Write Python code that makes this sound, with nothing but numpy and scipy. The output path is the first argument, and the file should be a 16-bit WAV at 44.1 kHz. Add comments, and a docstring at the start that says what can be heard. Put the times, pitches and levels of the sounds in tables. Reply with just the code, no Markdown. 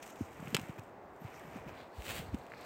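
"""Clothes rustle and frozen leaves tick as slow steps push through snowy undergrowth.
Fabric, boots and snow rub in dense tiny slips; steps and handling knock dully on a hand-held camera.
A twig snaps close by in four sharp cracks that echo off the ground and the trunks.
Near the end, leafy stems brush past the leg with a crunch of snow, over the low hush of the forest."""
import sys
import numpy as np
from scipy import signal
from scipy.fft import rfft, irfft
from scipy.io import wavfile

SR = 44100
rng = np.random.default_rng(int(sys.argv[2]) if len(sys.argv) > 2 else 0)


def file_out(sig):
    """Save sig as 16-bit WAV at sys.argv[1]."""
    # one column per channel
    cols = np.atleast_2d(sig).T
    # limit, then scale
    lim = np.clip(cols, -1, 1)
    pcm = np.round(lim * 32767).astype(np.int16)
    wavfile.write(sys.argv[1], SR, pcm)


N = 116865


def amp(db):
    """Decibels to gain."""
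    return 10 ** (np.asarray(db) / 20)


def unit_rms(x):
    """Scales a signal to rms 1."""
    return x / np.sqrt(np.mean(x ** 2) + 1e-20)


def envelope(points):
    """Gain over the whole scene from (time_s, level_db) points."""
    return amp(np.interp(np.arange(N) / SR, *np.transpose(points)))


def swell(peak_s, half_length_s):
    """A bell-shaped rise and fall."""
    return np.exp(-((np.arange(N) / SR - peak_s) / half_length_s) ** 2 / 2)


def add(mix, start_s, sound):
    """Lays a sound into the mix."""
    part = mix[max(round(start_s * SR), 0):][:len(sound)]
    part += sound[:len(part)]


def colour(x, eq, size=4096):
    """Minimum-phase EQ of unit energy, drawn through (freq_hz, gain_db) points."""
    hz, db = np.transpose(eq)
    bin_hz = abs(np.fft.fftfreq(size, 1 / SR))
    log_gain = np.log(amp(np.interp(np.log(bin_hz + 1), np.log(hz + 1), db)))
    response = np.exp(np.conj(signal.hilbert(log_gain)))
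    impulse = np.fft.ifft(response).real[:size // 2]
    return signal.fftconvolve(x, impulse / np.linalg.norm(impulse))[:len(x)]


def burst(decay_s, passes=3):
    """Dying noise of unit energy, flattened so that no band sticks out."""
    t = np.arange(SR // 4) / SR
    fade = np.exp(-t / decay_s)
    noise = rng.standard_normal(len(t)) * fade
    for _ in range(passes):
        flat_spectrum = np.exp(1j * np.angle(rfft(noise)))
        noise = irfft(flat_spectrum, len(t)) * fade ** (1 / passes)
    return noise / np.linalg.norm(noise)


def friction(flutter_db, flutter_hz, slips_per_s=5000, spread_db=3):
    """Dense tiny slips of uneven size that come in clumps."""
    sizes = amp(spread_db * np.minimum(rng.exponential(1, N), 4))
    signs = rng.choice([-1, 1], N)
    slips = sizes * signs * (rng.random(N) < slips_per_s / SR)
    rolloff = 1 + (np.fft.rfftfreq(N, 1 / SR) / flutter_hz) ** 2
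    clumps = unit_rms(irfft(rfft(rng.standard_normal(N)) / rolloff, N))
    return unit_rms(slips * amp(flutter_db * clumps))


def forest_hush(level_db=-53.5):
    """The trees give a steady bed of soft, dark noise."""
    # tone of the hush: freq_hz, gain_db
    hush_eq = [(20, -15), (45, -12), (80, -11.5), (250, -1.5), (750, 0), (1200, -8), (2000, -15.5),
               (3000, -28), (5000, -35.5), (8500, -41.5), (10500, -50), (15000, -38.5)]
    return amp(level_db) * colour(rng.standard_normal(N), hush_eq)


def hand_rumble():
    """The moving hand makes a low rumble that swells and sinks."""
    # movement of the hand: time_s, level_db
    movement = [(0, -78), (.35, -59.5), (.5, -54.5), (.82, -68), (.95, -66.5), (1.35, -65), (1.58, -54),
                (1.72, -53), (1.9, -83), (2.08, -49), (2.2, -50), (2.4, -56), (2.5, -69), (2.65, -61)]
    # tone of the rumble: freq_hz, gain_db
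    rumble_eq = [(20, -27), (55, -4.5), (100, 1), (230, -9.5), (450, -8), (1200, -20), (4000, -101)]
    return colour(rng.standard_normal(N) * envelope(movement), rumble_eq)


def clothes_rub():
    """Cloth drags over cloth in a soft midrange rustle."""
    # strength of the rubbing: time_s, level_db
    rubbing = [(0, -59.5), (.2, -61), (.35, -60.5), (.5, -54.5), (.66, -54.5), (.85, -67), (1.12, -88),
               (1.27, -55.5), (1.44, -58.5), (1.57, -54.5), (1.63, -61.5), (1.69, -58.5), (1.8, -55.5),
               (1.9, -68), (2.2, -60.5), (2.33, -62.5), (2.48, -63.5), (2.65, -55.5)]
    # tone of the cloth: freq_hz, gain_db
    cloth_eq = [(60, -12), (200, -7), (900, 1.5), (1400, -2), (2400, -2), (3600, -17), (5000, -23),
                (10000, -33.5), (15000, -29)]
    return colour(friction(flutter_db=1.04, flutter_hz=58.5) * envelope(rubbing), cloth_eq)


def fabric_hiss():
    """Fabric and snow add a fine hiss on top, part grainy and part smooth."""
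    # rise and fall of the hiss: time_s, level_db
    contour = [(0, -76), (.04, -61.5), (.1, -60), (.15, -70.5), (.22, -60.5), (.28, -68), (.5, -62),
               (.63, -60.5), (.76, -74), (.85, -72), (1, -87.5), (1.18, -75.5), (1.22, -72), (1.36, -67.5),
               (1.56, -68.5), (1.63, -72.5), (1.69, -76), (1.745, -74), (1.79, -69), (1.9, -79),
               (2.02, -70), (2.24, -67), (2.32, -71.5), (2.4, -69), (2.52, -74.5), (2.65, -65)]
    # tone of the hiss: freq_hz, gain_db
    hiss_eq = [(1000, -2.5), (3000, 0.5), (4400, -8), (5800, -3.5), (8200, 0), (9800, -11), (11300, -13.5),
               (13200, -3), (15500, -12)]
    grainy = amp(-2.5) * friction(flutter_db=4.5, flutter_hz=130)
    smooth = amp(-4.0) * rng.standard_normal(N)
    return colour((grainy + smooth) * envelope(contour), hiss_eq)


def swishes(half_width_hz=850):
    """Fabric and powder snow slide in short swells, each in one bright band of friction."""
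    # slides: peak_s, level_db, half_length_s, pitch_hz
    slides = [(0.029, -57, 0.0067, 6070), (0.081, -66, .02, 6400), (.13, -63.5, 0.0062, 6850),
              (.215, -66.5, 0.031, 6300), (.5, -72, 0.057, 13600), (1.23, -71.5, .018, 13600),
              (1.276, -59.5, 0.0056, 2370), (1.362, -68, 0.032, 5840), (1.42, -79, 0.12, 13300),
              (1.553, -75.5, 0.063, 5670), (1.693, -69, 0.01, 5700), (1.804, -64, 0.043, 3740),
              (1.953, -72, 0.028, 4300), (2.3, -72, 0.18, 4100), (2.605, -65, 0.049, 4360)]
    bin_hz, out = np.fft.rfftfreq(N, 1 / SR), np.zeros(N)
    slip_spectrum = rfft(friction(flutter_db=2.5, flutter_hz=100))
    for peak_s, level_db, half_length_s, pitch_hz in slides:
        rolloff = 1 + ((bin_hz - pitch_hz) / half_width_hz) ** 2
        band = unit_rms(irfft(slip_spectrum / rolloff, N))
        out += amp(level_db) * swell(peak_s, half_length_s) * band
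    return out


def scuffs():
    """Boot and sleeve catch in short strokes of dull friction."""
    # strokes: peak_s, level_db, half_length_s
    strokes = [(0.474, -49.5, 0.0049), (0.594, -47.5, 0.0065), (0.704, -54, 0.0046), (0.788, -47, 0.0054),
               (1.247, -51, 0.0039), (1.573, -55.5, .008), (1.69, -51.5, 0.015), (2.346, -50.5, 0.0077)]
    # tone of a scuff: freq_hz, gain_db
    scuff_eq = [(100, -11), (300, 9.5), (900, 1), (2500, -3.5), (4500, -21), (7500, -20), (11000, -34),
                (14500, -19)]
    pressure = sum(amp(db) * swell(peak_s, half_length_s) for peak_s, db, half_length_s in strokes)
    return colour(friction(flutter_db=2.0, flutter_hz=150) * pressure, scuff_eq)


def camera_bumps(rise_per_decay=0.79, sag_share=0.2, sag_s=0.0049):
    """Steps and handling knock the camera body into a few heavily damped swings that fall in pitch."""
    # knocks: peak_s, level_db, pitch_hz, decay_s
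    knocks = [(0.2119, -26.5, 262, 0.0041), (0.221, -34, 107, 0.011), (.403, -42, 168, 0.0092),
              (.429, -35.5, 190, 0.0039), (.456, -41, 162, 0.0051), (.479, -37.5, 166, 0.0068),
              (0.506, -47, 160, 0.0068), (0.532, -33.5, 235, 0.0043), (0.5483, -30.5, 414, 0.0037),
              (0.5519, -25.5, 165, 0.0035), (.590, -33, 241, 0.0037), (0.615, -40, 130, 0.0055),
              (0.635, -36.5, 173, 0.0032), (.694, -37, 323, 0.0025), (.699, -32.5, 154, 0.004),
              (0.794, -40, 121.5, 0.0087), (1.221, -41, 202, 0.0048), (1.252, -34.5, 125, 0.0069),
              (1.448, -49, 193, 0.016), (1.485, -46.5, 160, 0.01), (1.562, -35, 233, 0.0048),
              (1.67, -40.5, 177, 0.0095), (1.823, -54, 110, 0.014), (1.993, -36, 68.6, 0.014),
              (2.201, -38.5, 164, 0.0097), (2.290, -44, 85, 0.011), (2.339, -32, 78, 0.011),
              (2.346, -25.5, 244, 0.0042)]
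    out = np.zeros(N)
    for peak_s, level_db, pitch_hz, decay_s in knocks:
        t = np.arange(N) / SR - peak_s
        cycles = np.cumsum(pitch_hz * (1 - sag_share * np.tanh(t / sag_s))) / SR
        cycles -= np.interp(0, t, cycles)  # the swing crosses zero at peak_s
        shape = np.exp(-np.where(t < 0, (t / (rise_per_decay * decay_s)) ** 2, t / decay_s))
        out += amp(level_db) * shape * np.sin(2 * np.pi * cycles)
    return out


def leaf_ticks(falloff_db_per_octave=3):
    """Frozen leaves and snow crumbs crackle in tiny bursts, each tilted toward its own pitch."""
    # ticks: start_s, level_db, decay_s, focus_hz
    ticks = [(.027, -27.5, .0032, 9000), (0.031, -27, 0.0098, 6000), (.063, -31.5, .0069, 11000),
             (.158, -34.5, .007, 5500), (.33, -39, 0.0057, 9000), (.482, -32, .004, 6000),
             (.596, -23, .002, 2400), (.615, -30, .0025, 13000), (.694, -34, .004, 2500),
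             (.795, -33.5, 0.00087, 8000), (1.396, -39, 0.0025, 8000), (2.022, -28.5, 0.0015, 2600),
             (2.053, -27, .0057, 9000), (2.065, -27, .003, 2800), (2.081, -21, .004, 2800),
             (2.092, -20, .004, 4000), (2.100, -18.5, .005, 2400), (2.108, -22.5, .003, 2800),
             (2.167, -29, .003, 3500), (2.181, -23, 0.0043, 5000), (2.345, -29.5, .004, 7060),
             (2.387, -38, .0015, 14000), (2.466, -37, .002, 3770)]
    # tone common to all ticks: freq_hz, gain_db
    tick_eq = [(200, 18), (1000, -2.5), (2600, 9.5), (4500, -5), (7300, -1.5), (11000, -11.5), (14500, -5)]
    out = np.zeros(N)
    for start_s, level_db, decay_s, focus_hz in ticks:
        focused_eq = [(hz, db - falloff_db_per_octave * abs(np.log2(hz / focus_hz))) for hz, db in tick_eq]
        add(out, start_s, amp(level_db) * colour(burst(decay_s), focused_eq))
    return out


def stem_taps(half_length_s=0.0004):
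    """Stems tap in dull pulses too short to ring."""
    # taps: peak_s, level_db, pitch_hz
    taps = [(.398, -41.5, 1290), (.474, -34.5, 2370), (2.520, -34, 1830), (2.538, -34, 1820)]
    out = np.zeros(N)
    for peak_s, level_db, pitch_hz in taps:
        t = np.arange(N) / SR - peak_s
        out += amp(level_db) * np.exp(-(t / half_length_s) ** 2) * np.cos(2 * np.pi * pitch_hz * t)
    return out


def leg_brush():
    """Stems and snow drag past the leg in one crunch, equal parts slips and smooth noise."""
    # strength of the drag: time_s, level_db
    drag = [(1.94, -66.5), (2.035, -54), (2.06, -46.5), (2.08, -48.5), (2.103, -40), (2.135, -45),
            (2.185, -44), (2.21, -51), (2.29, -70)]
    # tone of the crunch: freq_hz, gain_db
    crunch_eq = [(200, -13), (600, 1.5), (1100, -5), (1800, -3), (2600, -1.5), (3600, -5.5), (4500, -8.5),
                 (5300, -15.5), (6400, -13.5), (7600, -8.5), (9500, -15.5), (11400, -22), (14000, -12.5),
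                 (15500, -12.5)]
    t = np.arange(N) / SR
    touching = (t > drag[0][0]) & (t < drag[-1][0])
    crunch = (friction(flutter_db=1.8, flutter_hz=119) + rng.standard_normal(N)) / np.sqrt(2)
    return colour(crunch * envelope(drag) * touching, crunch_eq)


def twig_snap(ring_decay_s=0.00042, echo_cutoff_hz=6000):
    """Each crack splinters and briefly rings the wood; undergrowth, trunks and ground echo it, duller."""
    # cracks: start_s, splinter_db, splinter_decay_s, ring_db, ring_hz
    cracks = [(.5467, -7.5, 0.00046, -10.5, 2830), (0.5497, -9, 0.00045, -16, 2850),
              (.5669, -13, 0.00061, -18, 2700), (0.5676, -17, .0006, -18.5, 1690)]
    # tone of the splintering: freq_hz, gain_db
    splinter_eq = [(200, 0), (420, 4.5), (750, -2.5), (1250, -5.5), (1900, -2), (2700, -4.5), (3700, 0.5),
                   (4700, -1.5), (6000, -9), (7600, -1), (9300, -10), (11300, -19), (13800, -10),
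                   (15500, -17)]
    splinters, wood = np.zeros((2, N))
    t = np.arange(SR // 20) / SR
    for start_s, splinter_db, splinter_decay_s, ring_db, ring_hz in cracks:
        add(wood, start_s, amp(ring_db) * np.exp(-t / ring_decay_s) * np.sin(2 * np.pi * ring_hz * t))
        add(splinters, start_s, amp(splinter_db) * burst(splinter_decay_s))
    direct = wood + colour(splinters, splinter_eq)
    undergrowth_tail = amp(-10) * burst(decay_s=0.0099)
    trunk_tail = amp(-17) * burst(decay_s=0.025)
    echoes = signal.fftconvolve(direct, undergrowth_tail + trunk_tail)[:N]
    add(echoes, start_s=0.0052, sound=amp(-11.5) * direct)  # bounce off the ground
    return direct + signal.sosfilt(signal.butter(1, echo_cutoff_hz, fs=SR, output="sos"), echoes)


def scene():
    """All sources meet at one microphone."""
    bed = forest_hush() + hand_rumble()
    walker = clothes_rub() + fabric_hiss() + swishes() + scuffs() + camera_bumps()
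    plants = twig_snap() + leaf_ticks() + stem_taps() + leg_brush()
    return (bed + walker + plants)[None]


def record(dry):
    """The microphone trims the deep bass and the very top."""
    low_cut_hz, high_cut_hz = 40, 15900
    thinned = signal.sosfilt(signal.butter(2, low_cut_hz, "high", fs=SR, output="sos"), dry)
    band_limit = signal.firwin(255, high_cut_hz, window=("kaiser", 8), fs=SR)
    return signal.oaconvolve(thinned, band_limit[None], "same")


dry = scene()
out = record(dry)
file_out(out)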